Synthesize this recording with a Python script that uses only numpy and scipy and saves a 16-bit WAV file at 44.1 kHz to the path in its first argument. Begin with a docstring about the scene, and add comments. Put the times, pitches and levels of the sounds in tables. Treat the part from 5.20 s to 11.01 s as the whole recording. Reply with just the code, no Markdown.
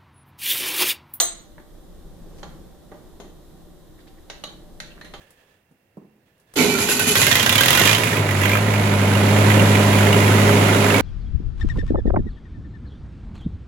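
"""A four-cylinder gasoline welder starts up close by in a sheet-metal workshop.
A gloved hand rustles and works the switch and start button. The starter's small gear slams into the
engine's ring gear and grinds. The engine catches and races up with hard knocks that ring its hood.
The governor (speed control) closes the throttle, exhaust puffs merge into an even drone, and the
engine's rumble, clatter and fan hiss grow as the microphone moves round to its open side."""
import sys
import numpy as np
from scipy import signal
from scipy.fft import rfft, irfft, next_fast_len
from scipy.io import wavfile

SR = 44100
rng = np.random.default_rng(int(sys.argv[2]) if len(sys.argv) > 2 else 0)


def wrap_up_sound(samples):
    """Save the sound to the file named by the first command line argument, as 16-bit audio."""
    columns = np.atleast_2d(samples).T
    # keep every value between -1 and 1, then stretch to whole-number steps
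    tamed = np.clip(columns, -1, 1)
    steps = np.round(tamed * 32767).astype(np.int16)
    wavfile.write(sys.argv[1], SR, steps)


N = 256220
TIME = np.arange(N) / SR
SIZE = next_fast_len(N + SR // 2, real=True) // 2 * 2
FREQ = np.maximum(np.arange(SIZE // 2 + 1) * SR / SIZE, 1)
MESH_S, CATCH_S, RELEASE_S = 1.355, 1.9562, 2.214  # starter engages, engine fires, starter lets go

# tones at which the steel hood rings: f/Hz, width/Hz, boost/dB
HOOD = [(1020, 37, 5), (1604, 18, 3), (1755, 16, 7.5), (1942, 42, 6), (2094, 73, 2.5), (2402, 24, 4),
        (2730, 44, 1), (2797, 54, 3.5), (3090, 16.6, 5), (3340, 40, -1.5)]
# pistons squeeze before the engine fires: t/s, knock/dB, f/Hz, relative snap/dB, gear surge/dB
COMPRESSIONS = [(1.584, -15, 1333, -16, -3.5), (1.688, -14.5, 1524, -15, 0), (1.7945, -14, 1486, -6, -6.5),
                (1.866, -31, 2392, -13, 1.5)]
# the microphone moves from behind the control panel to the engine's open side: t/s, exposure/0-1
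EXPOSURE = [(3.4, 0.3), (3.85, 0.52), (4.3, 0.92), (5.0, 1), (5.8, 1)]


def undb(db):
    """Turn decibels into a gain."""
    return np.exp(np.asarray(db) * np.log(10) / 20)


def curves(table):
    """Each column of a table of timed rows, joined by straight lines."""
    times, *columns = np.transpose(table)
    return [np.interp(TIME, times, column) for column in columns]


def slope(points):
    """Gain at every frequency, from points of f/Hz, level/dB."""
    hz, db = np.transpose(points)
    return undb(np.interp(np.log(FREQ), np.log(hz), db))


def noise():
    """Two white noises: mid (what left and right share) and side (how they differ)."""
    return rng.standard_normal((2, N))


def walk(rate):
    """A random wobble of size about 1, with `rate` new values a second."""
    knots = rng.standard_normal(8192)
    return np.interp(TIME * rate, np.arange(len(knots)), knots)


def swell(s, peak_s):
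    """A push that starts at time s, reaches 1 after peak_s and dies away."""
    age = np.clip((TIME - s) / peak_s, 0, 20)
    return age * np.exp(1 - age)


def body(x, points, modes=()):
    """Give x a tone colour (f/Hz, relative level/dB) and resonances (f/Hz, width/Hz, boost/dB)."""
    power = slope(points) ** 2
    for hz, width, db in modes:
        power *= 1 + (undb(db) ** 2 - 1) / (1 + ((FREQ - hz) * (2 / width)) ** 2)
    power /= np.mean(power)
    # folding the cepstrum makes the ringing come after a hit, never before it
    cepstrum = irfft(np.log(power + 1e-18).astype(np.float32) / 2)
    cepstrum[1:SIZE // 2] *= 2
    cepstrum[SIZE // 2 + 1:] = 0
    return irfft(rfft(x.astype(np.float32), SIZE) * np.exp(rfft(cepstrum)))[..., :N]


def cabinet(x, echo_db, fade_s):
    """Add the quick echoes that bounce between the steel panels."""
    t = TIME[:2048]
    echoes = rng.standard_normal((2, len(t))) * np.exp(-t / fade_s) * (t > .001)
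    echoes *= undb(echo_db) / np.sqrt(np.sum(echoes ** 2, axis=1, keepdims=True))
    return (x + signal.oaconvolve(x, echoes, axes=1)[:, :N]) / np.sqrt(1 + undb(echo_db) ** 2)


def blows(times, db, fade_s, tail_db, tail_s):
    """Loudness of blows over time: each fades fast, then lingers in the metal and the shop."""
    hits = np.full(N, 1e-18)
    np.add.at(hits, np.clip((np.asarray(times) * SR).astype(int), 0, N - 1), undb(db) ** 2)
    direct, tail = (signal.lfilter([1], [1, -np.exp(-2 / (s * SR))], hits) for s in (fade_s, tail_s))
    return np.sqrt(direct + undb(tail_db) ** 2 * tail)


def strike(hits):
    """Struck metal rings: each hit is a time and its tones (f/Hz, level/dB, time to fade 60 dB/s)."""
    out = np.zeros((2, N))
    for s, modes in hits:
        start = int(s * SR)
        t = TIME[:min(int(SR * max(mode[2] for mode in modes)), N - start)]
        attack = np.minimum(t / .001, 1)
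        for hz, db, t60 in modes:
            tone = np.sin(2 * np.pi * (hz * t + rng.random((2, 1))))
            out[:, start:start + len(t)] += undb(db - 60 * t / t60) * tone * attack
    return out


def clang(times, hz, width_hz):
    """A blurred panel tone whose pitch jumps with each blow, as each lands on another spot."""
    order = np.argsort(times)
    latest = np.maximum(np.searchsorted(times[order], TIME, side="right") - 1, 0)
    phase = 2 * np.pi * np.cumsum(hz[order][latest]) / SR
    return np.array([np.sqrt(2) * np.sin(phase + 1.1 * walk(width_hz)) for _ in range(2)])


def rubbed_steel(table, wander, rough_db, rate):
    """Short, rough, unsteady tones of steel rubbing on steel."""
    drift, rough = wander * walk(rate), undb(rough_db * walk(rate))
    return rough * sum(undb(db) * swell(s, peak_s) * np.sin(2 * np.pi * (hz * TIME + drift))
                       for s, peak_s, hz, db in table)


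def speed():
    """Firings per second: they rise evenly until the governor holds them."""
    # the speed overshoots, swings and settles: t/s, firing rate/Hz
    governed = [(2.75, 55.3), (3.0, 51.8), (3.17, 47.8), (3.33, 51.4), (3.48, 53), (3.78, 50.1),
                (4.0, 51.1), (4.3, 52.2), (4.6, 51.3), (4.85, 50.8), (5.2, 51.7), (5.8, 51.1)]
    first_hz, rise_hz_per_s = 14.74, 52.04
    run_up = first_hz + rise_hz_per_s * (TIME - CATCH_S)
    return np.minimum(run_up, curves(governed)[0]) * (TIME > CATCH_S)


def crank():
    """Count piston strokes since the first firing; those before it count as negative."""
    times = [row[0] for row in COMPRESSIONS] + [CATCH_S]
    return np.interp(TIME, times, np.arange(-len(COMPRESSIONS), 1)) + np.cumsum(speed()) / SR


def each_cycle(firings, count):
    """A random pattern of `count` points that repeats once all four cylinders have fired."""
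    patterns = rng.standard_normal((2, count))
    position = firings / 4 * count
    return np.array([np.interp(position, np.arange(count), p, period=count) for p in patterns])


def shake(firings, repeat):
    """Vibration: the share `repeat` comes back every engine cycle, the rest is random."""
    return np.sqrt(repeat * 1.5) * each_cycle(firings, count=3400) + np.sqrt(1 - repeat) * noise()


def crank_tones(firings, orders, waver_db):
    """Wavering tones at multiples of the firing rate."""
    return np.sqrt(2) * sum(
        undb(db + waver_db * walk(9)) * np.cos(2 * np.pi * (order * firings + rng.random()))
        for order, db in orders)


def engine_db(base_db, throttle_db, exposed_db):
    """Level of an engine noise: it follows the throttle and grows on the engine's open side."""
    # the governor shuts the throttle, then eases it open to hold the speed: t/s, opening/0-1
    throttle = [(2.68, 0.68), (2.79, 0.4), (2.95, 0.3), (3.04, 0), (3.22, 0.27), (3.45, 0.05)]
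    return base_db + throttle_db * curves(throttle)[0] + exposed_db * curves(EXPOSURE)[0]


def workshop():
    """Quiet, steady room noise with a faint ring in the still air."""
    colour = [(30, -21), (90, -4.5), (160, -6), (270, -13), (400, -11.5), (630, -13.5), (1200, -25),
              (1800, -18.5), (2700, -25), (4000, -32.5), (8000, -36.5), (16000, -32)]  # room noise: f/Hz, level/dB
    ring = [(2720, 50, 11)]  # its ring: f/Hz, width/Hz, boost/dB
    return body(noise() * undb(-65), colour, ring)


def hand():
    """Glove and sleeve rustle, the switch thumps in the panel, and glove and button click."""
    rubs = [(0, 0.017, -52.5), (0.05, 0.044, -60), (0.15, 0.053, -62.5), (0.27, 0.042, -66.5),
            (0.96, 0.04, -77), (1.05, 0.033, -68), (1.15, 0.048, -72), (1.26, 0.064, -63)]  # the hand comes up, then presses: t/s, rise/s, level/dB
    breathy_tones = [(527, 90, 4), (1730, 110, 13), (2640, 220, 5), (3350, 200, 5.5)]  # breathy tones within the rustle: f/Hz, width/Hz, boost/dB
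    thump_hits = [(0.511, -43), (0.77, -26), (0.815, -38), (0.845, -41)]  # bumps on the panel: t/s, level/dB
    panel = [(60, -30), (120, -7), (210, 5.5), (280, -1), (390, -0.5), (600, -14), (1050, -18.5),
             (1600, -41), (3000, -51)]  # the panel's dull colour: f/Hz, level/dB
    click_hits = [(0.106, -41), (0.513, -58), (1.18, -58), (1.199, -49), (1.338, -30)]  # small dry clicks: t/s, level/dB
    soft = [(100, -1), (500, -2), (1300, -11), (1900, -10), (3000, -11), (5000, -18.5), (12000, -23)]
    bright = [(500, 3), (3500, -8), (6000, -8), (10500, 0), (16000, -15)]
    crinkle = sum(undb(db) * swell(s, peak_s) for s, peak_s, db in rubs) * undb(1.3 * walk(291))
    cloth = body(crinkle * noise(), soft, breathy_tones)
    thumps = blows(*np.transpose(thump_hits), fade_s=0.015, tail_db=-16, tail_s=0.12) * noise()
    clicks = blows(*np.transpose(click_hits), fade_s=0.0032, tail_db=-5.5, tail_s=0.023) * noise()
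    return cloth + undb(-8) * body(thumps, panel) + undb(-10.5) * body(clicks, bright)


def gear_grind(engaged, surges):
    """The starter's teeth grind and squeal on the ring gear, and skid with a rasp in each surge."""
    colour = [(350, -11.5), (600, -35), (812, 0), (1160, -3), (1530, -2.5), (1800, 0), (2340, 1),
              (2550, 2.5), (3390, -1.5), (4050, -2), (5560, -5.5), (7110, -1), (8990, -15), (10900, -2.5),
              (16000, -22)]  # grinding teeth: f/Hz, level/dB
    housing = [(1340, 34, 3), (1513, 48, 7), (2360, 35, 6.5), (2970, 110, 5.5), (3980, 170, 4.5)]  # parts the starter keeps ringing: f/Hz, width/Hz, boost/dB
    squeals = [(1.38, 0.018, 2290, -20.5), (1.39, 0.024, 2150, -25), (1.465, 0.043, 2327, -26.5),
               (1.535, 0.026, 1368, -28), (1.6, 0.015, 2355, -27), (1.692, 0.014, 2710, -28.5),
               (1.798, 0.013, 1500, -23.5), (1.8, 0.0063, 2580, -26), (1.87, 0.012, 2370, -26),
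               (1.885, 0.012, 2990, -25.5)]  # ring gear squeals: t/s, rise/s, f/Hz, level/dB
    rasp_colour = [(4000, -46), (7000, -1), (9000, -15), (10900, 1), (12500, -15), (16000, -21)]
    current_rush = undb(3.5) * swell(MESH_S, 0.043)
    overrun = undb(2.5) * swell(CATCH_S, 0.05)  # the firing engine outruns the starter
    force = (1 + current_rush + surges + overrun) * engaged
    teeth = undb(2.4 * walk(700) - 3)
    grind = body(noise() * teeth * undb(-25.5) * force, colour, housing)
    grind = cabinet(grind, echo_db=-1, fade_s=0.0044)
    rasp = body(noise() * teeth * undb(-22) * (surges + 0.64 * overrun), rasp_colour)
    squeal = rubbed_steel(squeals, wander=0.11, rough_db=1.5, rate=130)
    return grind + rasp + squeal * np.array([[1], [-.6]])


def frame_groan(engaged, surges):
    """The starter's uneven twist makes the frame groan and judder until the engine takes over."""
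    colour = [(25, -28), (45, -30), (70, -5), (100, 0), (160, -3), (260, -2), (400, 0), (600, -4.5),
              (900, -4), (2000, -53)]  # low groan: f/Hz, level/dB
    frame = [(165, 24, 5), (216, 56, 4), (243, 35, 11.2), (417, 30, 11.1)]  # frame resonances: f/Hz, width/Hz, boost/dB
    judders = [(1.44, 0.015, 418, -21), (1.52, 0.021, 255, -23), (1.525, 0.013, 390, -20.5),
               (1.89, 0.018, 418, -26), (1.96, 0.016, 392, -27)]  # short shudders: t/s, rise/s, f/Hz, level/dB
    current_rush = undb(6) * swell(MESH_S, 0.064)
    easing = undb(-21 * np.maximum(TIME - CATCH_S, 0))
    twist = (1 + current_rush + undb(-8.5) * surges) * easing * engaged
    groan = body(noise() * undb(-29 + 1.1 * walk(44.96)) * twist, colour, frame)
    judder = rubbed_steel(judders, wander=0.06, rough_db=2, rate=50)
    return groan + judder * np.array([[1], [0]])


def starter():
    """The starter's gear slams in and turns the engine, surging after each compression."""
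    slam = [(218, -33, 0.42), (254.4, -17.5, 0.52), (322, -20.5, 0.62), (417, -24, 0.34),
            (1370, -27.5, 0.37), (1990, -24, 0.35)]  # frame and housing ring: f/Hz, level/dB, time to fade 60 dB/s
    release = undb(-168 * np.maximum(TIME - RELEASE_S, 0))
    engaged = np.clip((TIME - MESH_S) / 0.0096, 0, 1) * release
    surges = sum(undb(db) * swell(s, 0.026) for s, *_, db in COMPRESSIONS)
    return gear_grind(engaged, surges) + frame_groan(engaged, surges) + strike([(1.376, slam)])


def knocks(table, colour, crash_db, fade_s, tail_db, tail_s,
           snap_db, clang_db, clang_s, ring_db, ring_t60):
    """Blows on engine and hood: a crash, a bright snap, a short clang, and the hood ringing on."""
    times, db, lead_hz, top_db = np.transpose(table)
    crash = noise() * blows(times, db + crash_db, fade_s, tail_db, tail_s)
    crash = cabinet(body(crash, colour, HOOD), echo_db=-7, fade_s=0.016)
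    snap = noise() * blows(times, db + top_db + snap_db, fade_s=0.0043, tail_db=-14, tail_s=.01)
    snap = body(snap, [(1500, -2.5), (3000, -11), (8000, -9.5), (11000, 0.5), (16000, -1.5)])
    clangs = clang(times, lead_hz, width_hz=490)
    clangs *= blows(times, db + clang_db, clang_s, tail_db=-18, tail_s=0.02)
    rings = []
    for s, peak_db, hz in zip(times, db + ring_db, lead_hz):
        # the hood's other tones are weaker and vary from knock to knock
        others = [(mode[0], peak_db + rng.normal(-16, 6), ring_t60) for mode in HOOD]
        rings.append((s, [(hz, peak_db, ring_t60)] + others))
    return crash + snap + clangs + strike(rings)


def engine_knocks():
    """Soft compressions, then hard firings; the hood slaps back after the first five firings."""
    fired = [(1.9545, -7, 1565, -15), (2.016, -7, 2042, -14), (2.067, -8, 2117, -12),
             (2.1134, -4.5, 1846, -19), (2.154, -7.5, 2061, -11), (2.196, -7.5, 3130, -26),
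             (2.229, -10, 1598, -14), (2.2626, -6.5, 1606, -20), (2.2933, -6, 2783, -14),
             (2.3256, -9, 3439, -11), (2.355, -8.5, 2255, -13), (2.3808, -7, 3134, -18),
             (2.4079, -6, 1597, -10), (2.434, -8.5, 1932, -15), (2.4586, -9, 1896, -9),
             (2.4825, -6.5, 1890, -16), (2.505, -6, 1932, -9), (2.5298, -7.5, 3270, -13),
             (2.5506, -8.5, 2410, -12), (2.574, -6.5, 1457, -12), (2.596, -7, 2080, -12),
             (2.6154, -8, 1843, -16), (2.636, -13, 1735, -20), (2.6544, -6.5, 3140, -19),
             (2.6734, -6.5, 2405, -18), (2.693, -7, 2404, -22), (2.7122, -10.5, 2415, -22),
             (2.7299, -8.5, 2830, -20), (2.7478, -10.5, 2830, -22)]  # knocks as the engine races up: t/s, level/dB, f/Hz, relative snap/dB
    colour = [(150, -16), (300, -6.5), (600, 0.5), (750, -5), (980, -1.5), (1170, -2.5), (1550, -1),
              (2400, 0.5), (3500, 4), (4800, -6.5), (7000, -6.5), (8800, -20), (10800, -12), (16000, -17)]  # their crash: f/Hz, level/dB
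    slaps = [(s + 0.013, db - 4.5, hz, snap - 4.5) for s, db, hz, snap in fired[:5]]
    strokes = [row[:-1] for row in COMPRESSIONS] + fired + slaps
    return knocks(strokes, colour, crash_db=-5.5, fade_s=0.0074, tail_db=-16.5, tail_s=0.071,
                  snap_db=4, clang_db=-12.5, clang_s=0.008, ring_db=-13, ring_t60=0.17)


def exhaust(firings):
    """Single puffs ring the pipe at first, then merge into a clean drone as the speed steadies."""
    loudness = [(2.07, -20.5), (2.3, -24), (2.75, -24), (3.15, -25.5), (3.21, -22), (3.65, -19),
                (4.27, -15), (5.3, -16.5), (5.8, -22.5)]  # strength of the exhaust note: t/s, level/dB
    orders = [(1, -30), (2, 0), (3, -18), (4, -7.3)]  # its tones: multiple of the firing rate, level/dB
    pipe = [(30, -48), (70, -18.5), (100, 10), (130, 8.5), (175, 3.5), (260, 0), (420, -12), (800, -35)]
    level_db = curves(loudness)[0]
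    merged = np.interp(TIME, [2.7, 3.0, 3.25], [0, .45, 1])
    drone = crank_tones(firings, orders, waver_db=0.63) * undb(level_db) * merged
    lag_strokes = 0.195 - 0.041 * (1 - merged) * walk(30)
    puff_count = np.floor(np.maximum.accumulate(firings - lag_strokes))
    lit_db = np.interp(TIME, [1.7, 2.07], [-13, 0])  # weak until the fuel lights
    strength = undb(level_db + lit_db + 27.5 + 3.5 * walk(60)) * np.sqrt(1 - merged ** 2)
    puffs = body(np.diff(puff_count, prepend=puff_count[0]) * strength, pipe, [(94, 18, 7.1)])
    return drone * np.array([[1], [.06]]) + puffs * np.array([[1], [.15]])


def block_rumble(firings, speed_gain, level_db):
    """The engine block rumbles and growls with the uneven strokes."""
    colour = [(25, -28), (50, -16), (80, -11.5), (125, -2), (180, -0.5), (250, 0.5), (330, -4.5),
              (430, -3.5), (490, -6.5), (600, -4), (760, -10.5), (950, -10), (1150, -20.5), (2000, -50)]  # shaking block: f/Hz, level/dB
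    chugs = [(2.071, 1), (2.608, 6), (2.648, 6.5)]  # heavy chugs while speeding up: t/s, level above the rumble/dB
    chugging = 1 + sum(undb(db) * swell(s, 0.0047) for s, db in chugs)
    vibration = shake(firings, repeat=.45) * speed_gain * chugging
    growl_db = 1.26 * (np.cos(4 * np.pi * firings) + walk(100)) - 0.5
    return body(vibration * undb(level_db + growl_db), colour, [(535, 55, 2.3)])


def clatter_and_fan(firings, speed_gain):
    """Valves and pistons clatter at set points of each turn; the fan's hiss pulses along."""
    clatter_colour = [(400, -31), (600, -17.5), (800, -5), (1000, 0.5), (1150, -0.5), (1350, 3), (1750, -3),
                      (2250, 3), (2800, -3.5), (3500, -8), (4500, -12), (7000, -65.5)]  # valves and pistons: f/Hz, level/dB
    hiss_colour = [(2120, -9), (3600, -1), (4080, -10.5), (4950, -4.5), (5750, -6), (7110, -3),
                   (8950, -12.5), (10900, -1.5), (12100, -13.5), (14100, -10), (15100, -24), (16000, -7.5)]  # fan air: f/Hz, level/dB
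    surge_db = 0.44 * np.cos(2 * np.pi * firings) + 0.17 * np.cos(4 * np.pi * firings)
    pulse_db = surge_db + each_cycle(firings, count=40)[0] + 1.03 * walk(300)
    clatter_db = engine_db(-31.5, throttle_db=7.5, exposed_db=6.86) + pulse_db
    clatter = body(shake(firings, repeat=0.18) * speed_gain * undb(clatter_db), clatter_colour, HOOD)
    clatter = cabinet(clatter, echo_db=-11.5, fade_s=0.025)
    hiss_db = engine_db(-39.5, throttle_db=18.8, exposed_db=8.96) + 0.51 * pulse_db
    hiss = body(noise() * speed_gain * undb(hiss_db), hiss_colour)
    return clatter + cabinet(hiss, echo_db=-3, fade_s=0.0081)


def hood_taps():
    """The loose hood taps as the engine shakes it."""
    taps = [(2.783, -12.5, 1744), (2.835, -10.5, 2390), (2.872, -9.5, 2390), (2.929, -17, 1840),
            (2.969, -13, 2400), (3.088, -15, 2034), (3.109, -10.5, 1966), (3.215, -9.5, 1960),
            (3.235, -9, 2370), (3.256, -6.5, 2240), (3.294, -6.5, 2125), (3.316, -9, 2335),
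            (3.333, -9.5, 2370), (3.353, -9.5, 1304), (3.371, -10.5, 2670), (3.483, -19, 1854),
            (3.537, -13.5, 2390), (4.085, -16, 2150), (4.163, -13, 2097), (4.301, -8, 1930),
            (4.316, -10, 1973), (4.395, -11, 2810), (4.549, -14, 2180), (4.731, -11, 2070),
            (4.785, -12, 2220), (4.929, -9, 2870), (5.005, -12, 2833), (5.078, -12.5, 1900),
            (5.484, -10, 1410), (5.744, -9.5, 2262)]  # hood taps: t/s, level/dB, f/Hz
    colour = [(300, -11), (600, -40), (1100, -13), (1700, 1.5), (2300, 6.5), (3100, -4.5), (5000, -15),
              (7000, -9), (9000, -24), (11000, -9), (16000, -13)]  # their crash: f/Hz, level/dB
    dull_taps = [(*tap, -20) for tap in taps]  # all get the same weak snap
    return knocks(dull_taps, colour, crash_db=-10, fade_s=0.0046, tail_db=-11, tail_s=0.015,
                  snap_db=-6, clang_db=-10.5, clang_s=0.0067, ring_db=-11, ring_t60=0.09)


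def valve_ticks(firings, count):
    """The valves tick on each of the last `count` firings, louder on the engine's open side."""
    colour = [(600, -20.5), (1500, 7), (2300, -7.5), (2950, 1), (3600, -4.5), (4500, -19), (8000, -12.5),
              (16000, -19)]  # one tick: f/Hz, level/dB
    strokes = np.floor(firings[-1]) - np.arange(count) + rng.normal(0, 0.1, count)
    times = np.interp(strokes, firings, TIME)
    hidden = 1 - np.interp(times, TIME, curves(EXPOSURE)[0])
    db = -24 + 4.5 * np.clip(rng.standard_normal(count), -2, 1.5) - 8.5 * hidden
    rings = clang(times, hz=rng.uniform(1347, 2926, count), width_hz=300)
    rings *= blows(times, db - 4, fade_s=0.0076, tail_db=-16, tail_s=0.02)
    ticks = noise() * blows(times, db, fade_s=0.0019, tail_db=-15, tail_s=0.012)
    return rings + body(ticks, colour)


def hood_buzz(firings, level_db):
    """The hood panels buzz in step with the engine, fading in after it has settled."""
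    orders = [(4.75, -15.5), (5.25, -12.5), (7, -17), (7.95, -12)]  # buzzing tones: multiple of the firing rate, level/dB
    fade_in = np.interp(TIME, [3.8, 5.2], [0, 1])
    return crank_tones(firings, orders, waver_db=3.5) * undb(level_db) * fade_in * np.array([[1], [-.3]])


def scene():
    """Mix all sources into left and right; the shop's walls spread the treble wide."""
    width = [(60, -37), (125, -13), (250, -15), (500, -8.5), (1000, -0.5), (2200, -3), (4000, 0.5)]  # stereo spread: f/Hz, side gain/dB
    firings = crank()
    speed_gain = (speed() / 50.6) ** 0.9  # a faster engine is louder
    rumble_db = engine_db(-26, throttle_db=-4, exposed_db=7.9)
    engine = exhaust(firings) + block_rumble(firings, speed_gain, rumble_db)
    engine += hood_buzz(firings, rumble_db) + clatter_and_fan(firings, speed_gain)
    engine += valve_ticks(firings, count=150) + engine_knocks()
    mid, side = engine + workshop() + hand() + starter() + hood_taps()
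    side = irfft(rfft(side, SIZE) * slope(width))[:N]
    return np.array([mid + side, mid - side])


def record(dry):
    """Each microphone opening has its own colour; peaks are rounded and the top treble is cut."""
    balance = [(90, 0.5), (300, -3), (700, -3), (1600, -6), (2300, -10), (7000, -10.5), (8000, -2),
               (9200, 15), (10500, 12.5), (12500, 8.5), (14300, -11), (16000, -2)]  # the two openings: f/Hz, left minus right/dB
    ratio = slope(balance)
    gains = np.array([ratio, np.ones_like(ratio)]) / np.sqrt((1 + ratio ** 2) / 2)
    heard = irfft(rfft(dry, SIZE) * gains)[:, :N]
    rounded = heard / (1 + (heard / .9) ** 6) ** (1 / 6)
    return signal.sosfilt(signal.ellip(10, .2, 80, 15900, fs=SR, output="sos"), rounded)


dry = scene()
out = record(dry)
wrap_up_sound(out)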